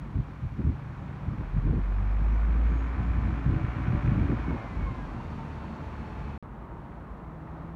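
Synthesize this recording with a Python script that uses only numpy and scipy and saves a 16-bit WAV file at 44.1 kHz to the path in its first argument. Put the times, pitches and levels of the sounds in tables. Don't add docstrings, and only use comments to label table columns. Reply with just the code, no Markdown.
import sys
import numpy as np
from scipy import signal
from scipy.fft import rfft, irfft, next_fast_len
from scipy.io import wavfile
from scipy.ndimage import uniform_filter1d

SR = 44100
rng = np.random.default_rng(int(sys.argv[2]) if len(sys.argv) > 2 else 0)


def master_out(mix):
    frames = np.transpose(np.atleast_2d(mix))
    ceiling = np.clip(frames, -1, 1)
    pcm = np.round(ceiling * 32767).astype(np.int16)
    wavfile.write(sys.argv[1], SR, pcm)


N = 342068

# (time [s], town rumble [dB], road and engine roar [dB])
TRAFFIC_LEVELS = [(0, -39.5, -52.5), (.5, -53, -53), (1.0, -43, -50), (1.9, -41.5, -48.5),
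                  (2.4, -38, -46.5), (3.4, -38.5, -46), (3.9, -37, -45.5), (4.62, -41.5, -42),
                  (4.7, -35, -45.5), (5.6, -40, -46), (6.39, -39.5, -47.5), (6.41, -40.5, -49.5),
                  (7.0, -40.5, -48.5), (7.4, -42.5, -49.5), (7.6, -40, -47), (7.76, -42, -49.5)]
# (time [s], level [dB])
SPRAY_LEVELS = [(0.0, -66), (0.02, -67), (1.9, -66), (3.83, -61.5), (5.12, -61.5), (6.31, -63), (6.36, -65)]
# (frequency [Hz], level [dB per Hz])
RUMBLE_COLOUR = [(28, -23), (39, -1), (55, 4.5), (100, -5), (160, -4), (250, -9.5), (330, -12), (420, -21),
                 (600, -34.5)]
ROAR_COLOUR = [(250, -8.5), (400, 0.5), (500, 0.5), (1000, 2.5), (1300, -2), (1600, -8.5), (2000, -12),
               (2500, -19.5), (3200, -26), (4500, -34), (8000, -49.5)]
SPRAY_COLOUR = [(1500, -8.5), (2500, -1.5), (2900, -5), (4400, -11), (5600, -15.5), (7000, -20.5),
                (8000, -26), (10000, -27.5), (15000, -46.5)]
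BUFFET_COLOUR = [(25, -28.5), (42, 0.5), (65, 1), (120, 0.5), (200, -5.5), (320, -10.5), (420, -23),
                 (550, -28.5), (800, -57.5)]
KNOCK_COLOUR = [(500, -23.5), (900, -12.5), (1050, 0.5), (1470, 2), (2000, -5.5), (2300, -2), (2650, -12),
                (2950, -16), (4500, -30.5), (7000, -44)]
# (start [s], stop [s], first pitch [Hz], last pitch [Hz], level [dB])
DISTANT_HUMS = [(0, 0.339, 142.5, 148.4, -45), (0.752, 1.343, 145, 143.8, -43),
                (0.803, 1.297, 118.5, 120.5, -45.5), (.95, 1.4, 182, 188, -51),
                (6.45, 7.76, 53.6, 57.1, -59), (7.296, 7.796, 155.4, 167.7, -44.5),
                (6.604, 6.923, 935, 943, -57), (7.31, 7.704, 312, 330, -55)]
# (start [s], length [s], level [dB], sharpness of the upper thump [dB])
GUSTS = [(0.168, 0.03, -19.5, -13.5), (0.432, 0.03, -27, -16.5), (.52, 0.019, -33.5, -16),
         (0.596, 0.021, -30.5, 7), (0.647, 0.076, -25, -8), (1.284, 0.06, -30, -6.5),
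         (1.38, 0.033, -33.5, -6), (1.563, 0.02, -18, -16), (1.651, 0.14, -30, 3),
         (2.007, 0.028, -30.5, -18), (2.21, .025, -36, -9), (2.3, 0.03, -43, -12), (2.478, 0.19, -43, 4),
         (2.692, 0.069, -37.5, 0.5), (2.982, 0.047, -29.5, -9.5), (3.095, 0.022, -28, -16),
         (3.16, 0.19, -29, -9), (3.468, 0.1, -24.5, -6), (3.621, 0.019, -24, -21), (3.78, 0.036, -29, -9),
         (3.866, 0.12, -26, -6.5), (4.042, 0.048, -22, -7.5), (4.125, .13, -24.5, -3),
         (4.292, 0.046, -31.5, 15), (4.39, 0.05, -37, -2), (4.481, 0.067, -30, 7.5), (4.77, 0.068, -40, -1)]
# (start [s], strength [dB], pitch [Hz])
AIR_SLAPS = [(0.168, -30, 90), (0.183, -24, 112), (0.445, -28.5, 90), (0.592, -26, 198),
             (0.608, -27.5, 218), (0.657, -28, 139), (0.676, -29, 140), (0.694, -24, 150),
             (1.332, -25, 222), (1.546, -25, 121), (1.703, -15.5, 131), (2.971, -37, 196),
             (3.169, -30, 137), (3.229, -24, 186), (3.458, -13.5, 140), (3.503, -26, 121), (3.56, -26, 121),
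             (3.643, -24, 170), (3.69, -37, 121), (3.93, -17, 175), (4.116, -17, 185), (4.156, -18, 151),
             (4.2, -26, 121), (4.228, -20, 156), (4.298, -25, 307), (4.489, -20, 121), (4.521, -32, 135),
             (4.904, -24.5, 121)]
# (time [s], firing rate [firings per s])
SECOND_SPEED = [(5.1, 78.5), (5.3, 76), (5.8, 73.3), (6.4, 71.3)]
# (multiple of the firing rate, level [dB])
SECOND_ORDERS = [(1, -44), (2, -45), (3, -47), (6, -61), (12, -55), (36, -71), (48, -81), (60, -80)]
# (time [s], pitch [Hz], level [dB])
TURBO_WHISTLE = [(1.9, 5100, -90), (2.12, 5330, -81), (2.4, 5950, -87), (2.6, 6350, -86), (2.8, 6650, -80),
                 (3.0, 6900, -87), (3.3, 7300, -90)]
# (time [s], firing rate [firings per s])
BUS_SPEED = [(1.3, 39), (1.67, 45.3), (2.03, 48.9), (2.44, 54.5), (2.69, 56.6), (2.9, 58.3), (4.3, 58.4),
             (4.5, 56.4), (4.72, 52.1), (5.0, 45.1), (5.3, 40)]
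# (time [s], exhaust boom [dB], knock [dB])
BUS_LEVELS = [(0, -29, -58.5), (1.4, -37, -55.5), (1.6, -27.5, -53.5), (2.3, -22, -51), (2.67, -22, -48.5),
              (2.95, -29.5, -48), (3.3, -26, -47.5), (3.45, -33, -48.5), (3.9, -37, -45.5),
              (4.55, -33, -49), (4.68, -47, -54), (4.85, -26.5, -51), (4.95, -45, -59), (6.4, -48, -54)]
# (multiple of the firing rate, level [dB], loudest at [s], time to lose 9 dB [s])
BUS_ORDERS = [(2, -39, 2.05, .35), (2, -37, 4.0, .7), (3, -45, 3.1, .4), (4, -46, 2.15, .4),
              (11 / 3, -46, 3.2, .35), (14 / 3, -47, 3.4, 1.1), (5.5, -48, 3.6, .6), (10, -54, 3.95, .6),
              (38 / 3, -55.5, 3.6, .9), (52 / 3, -57, 3.5, 1.1), (20, -58, 3.0, .5), (70 / 3, -59, 3.8, .6),
              (39, -66, 3.8, .7), (48, -72, 3.9, .5), (56, -76, 4.0, .7), (39, -56, 4.6, .16),
              (45, -58, 4.9, .22), (36.5, -57, 5.04, .1), (22.3, -50, 4.93, .12), (43, -62, 4.45, .12)]
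CYLINDER_LEVELS = [-4, -4, -4.5, -5.5, -5.5, -7.5]
# (frequency [Hz], width [Hz], share removed)
PORT_DIPS = [(4960, 500, 0.38), (10400, 580, .5)]

GUST_RISE_S, GUST_FALL_S = .025, .024
BREEZE_DB, BREEZE_SWELL_DB, BREEZE_SHARP_DB = -43, .5, -.5
WIND_DEEP_DB = .5
SECOND_FADE_DB_PER_S = 5
DROPOUT_START_S, DROPOUT_END_S, DROPOUT_EDGE_S = 6.37796, 6.42583, .00015
SELF_NOISE_DB = -82
CUTOFF_HZ = 15750


def from_db(db):
    return 10 ** (np.asarray(db) / 20)


def rms_one(x):
    return x / np.sqrt(np.mean(x ** 2) + 1e-20)


def in_time(rows):
    s, *columns = np.transpose(rows)
    return [np.interp(np.arange(N) / SR, s, column) for column in columns]


def sounding_db(start, stop, fade):
    t = np.arange(N) / SR
    return np.minimum(0, np.minimum(t - start, stop - t) * 20 / fade)


def drift(rate):
    pole = np.exp(-200 * np.pi * rate / SR)
    points = rng.standard_normal(N // 100 + 902)
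    slow = signal.lfilter([1], [1, -2 * pole, pole * pole], points)[900:]
    slow = slow - uniform_filter1d(slow, size=250)
    return np.interp(np.arange(N) / 100, np.arange(len(slow)), rms_one(slow))


def bands(colour, flicker_db, source=None):
    hz, level_db = np.transpose(colour)
    size = next_fast_len(N)
    octave = np.log2(np.arange(1, size // 2 + 2) * SR / size)
    gain = from_db(np.interp(octave, np.log2(hz), level_db, left=-np.inf, right=-np.inf))
    if source is None:
        source = rng.standard_normal(size)
    spectrum = gain * rfft(source, size)
    centres = np.arange(np.log2(hz[0]), np.log2(hz[-1]) + 1)
    layers = []
    for centre in centres:
        overlap = np.clip(1 - abs(octave - centre), 0, 1)
        band = irfft(spectrum * overlap, size)[:N]
        layers.append(band * from_db(flicker_db * drift(24.0)))
    layers = np.array(layers)
    return 2 ** centres, layers / np.sqrt(np.mean(layers.sum(axis=0) ** 2))


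def tone(turns, level_db, waver_db):
    level_db, out = level_db + waver_db * drift(8.9), np.zeros(N)
    heard = level_db > -110
    sine = np.sin(2 * np.pi * (turns[heard] + rng.random()))
    out[heard] = np.sqrt(2) * sine * from_db(level_db[heard])
    return out


def traffic():
    rumble_db, roar_db = in_time(TRAFFIC_LEVELS)
    spray_db = in_time(SPRAY_LEVELS)[0] + sounding_db(-1, DROPOUT_START_S, fade=.005)
    rumble = from_db(rumble_db) * bands(RUMBLE_COLOUR, flicker_db=0.0)[1].sum(axis=0)
    roar = from_db(roar_db) * bands(ROAR_COLOUR, flicker_db=.74)[1].sum(axis=0)
    spray = from_db(spray_db) * bands(SPRAY_COLOUR, flicker_db=.5)[1].sum(axis=0)
    return rumble + roar + spray


def hums():
    out = np.zeros(N)
    for start, stop, first_hz, last_hz, level_db in DISTANT_HUMS:
        hz, = in_time([(start, first_hz), (stop, last_hz)])
        out += tone(np.cumsum(hz) / SR, level_db + sounding_db(start, stop, fade=.19), waver_db=.5)
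    return out


def gusts():
    t = np.arange(0, N / SR + .002, .001)
    start, length, level_db, sharp_db = np.transpose(GUSTS)[:, :, None]
    rise = (t - start) / GUST_RISE_S
    fall = (start + length - t) / GUST_FALL_S
    push = from_db(level_db + 20 * np.minimum(0, np.minimum(rise, fall)))
    gust, gust_sharp = in_time(np.transpose([t, push.sum(axis=0), (push * sharp_db).sum(axis=0)]))
    breeze = from_db(BREEZE_DB + BREEZE_SWELL_DB * drift(5.7))
    total = gust + breeze
    return total, (gust_sharp + breeze * BREEZE_SHARP_DB) / total


def wind():
    push, sharp_db = gusts()
    centres, noise = bands(BUFFET_COLOUR, flicker_db=2.0)
    average = np.mean(noise ** 2, axis=1, keepdims=True) + 1e-20
    swell = np.sqrt(uniform_filter1d(noise ** 2, size=1800) / average + .05)
    up = np.clip(np.log2(centres / 130), 0, 1.1)[:, None]
    down = np.clip(np.log2(90 / centres), 0, 1)[:, None]
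    tilt = from_db(up * sharp_db + down * WIND_DEEP_DB)
    gain = push * from_db(2.0 * drift(38) + sounding_db(-1, DROPOUT_START_S, fade=.01))
    buffet = gain * (noise / swell * tilt).sum(axis=0)
    return signal.sosfilt(signal.butter(4, 620, fs=SR, output="sos"), buffet)


def slaps():
    out, t = np.zeros(N + SR), np.arange(SR // 20) / SR
    signs = rng.choice([-1, 1], len(AIR_SLAPS))
    for (start, strength_db, hz), sign in zip(AIR_SLAPS, signs):
        shape = hz * t * np.exp(1 - 1.5 * hz * t)
        push = sign * from_db(strength_db) * shape * np.sin(2 * np.pi * hz * t)
        out[round(start * SR):][:len(t)] += push
    return out[:N]


def second_vehicle():
    rate, = in_time(SECOND_SPEED)
    turns = np.cumsum(rate * (1 + .003 * drift(20))) / SR
    heard_db = sounding_db(5.2, 8, fade=.15) + sounding_db(0, DROPOUT_START_S, fade=.005)
    leaving_db = -SECOND_FADE_DB_PER_S * (np.arange(N) / SR - SECOND_SPEED[0][0])
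    out = np.zeros(N)
    for multiple, level_db in SECOND_ORDERS:
        fade_db = leaving_db * (multiple in (2, 3))
        out += tone(multiple * turns, level_db + heard_db + fade_db, waver_db=3.0)
    return out


def turbo():
    hz, level_db = in_time(TURBO_WHISTLE)
    turns = np.cumsum(hz + 80 * drift(60)) / SR
    return tone(turns, level_db + sounding_db(1.9, 3.3, fade=.15), waver_db=3.5)


def knock(turns):
    cylinder = turns.astype(int) % len(CYLINDER_LEVELS)
    strength = from_db(np.array(CYLINDER_LEVELS)[cylinder])
    firings = strength * (np.diff(np.floor(turns), prepend=0) > 0)
    ring = np.arange(SR // 10)
    block = rng.standard_normal(SR // 10) * np.exp(-ring / (.0079 * SR))
    shakes = rms_one(signal.fftconvolve(firings, block)[:N])
    gate = rms_one(.52 + strength * np.exp(-3.5 * (turns % 1)))
    hiss = rng.standard_normal(N) * gate
    return bands(KNOCK_COLOUR, flicker_db=.8, source=hiss + .6 * shakes)[1].sum(axis=0)


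def bus():
    (rate,), (boom_db, knock_db) = in_time(BUS_SPEED), in_time(BUS_LEVELS)
    turns, t = np.cumsum(rate * (1 + .0018 * drift(4.8))) / SR, np.arange(N) / SR
    out = tone(turns, boom_db + sounding_db(1.42, 5.5, fade=.18), waver_db=.4)
    for multiple, level_db, loudest, length in BUS_ORDERS:
        swell_db = -9 * ((t - loudest) / length) ** 2
        out += tone(multiple * turns, level_db + swell_db, waver_db=3.0)
    knock_gain = from_db(knock_db + sounding_db(-1, DROPOUT_START_S, fade=.005))
    return out + knock_gain * knock(turns)


def scene():
    background = traffic() + hums() + wind() + slaps()
    return (background + second_vehicle() + turbo() + bus())[None]


def record(dry):
    x = signal.sosfilt(signal.butter(2, 36, "high", fs=SR, output="sos"), dry)
    x = x + from_db(SELF_NOISE_DB) * signal.lfilter([1, .55], [1], rng.standard_normal(x.shape))
    for hz, width_hz, share in PORT_DIPS:
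        x = x - share * signal.lfilter(*signal.iirpeak(hz, hz / width_hz, fs=SR), x)
    t = np.arange(N) / SR
    outside = np.maximum(DROPOUT_START_S - t, t - DROPOUT_END_S)
    x = x * np.clip(outside / DROPOUT_EDGE_S, 0, 1)
    return signal.sosfilt(signal.ellip(10, .5, 70, CUTOFF_HZ, fs=SR, output="sos"), x)


dry = scene()
out = record(dry)
master_out(out)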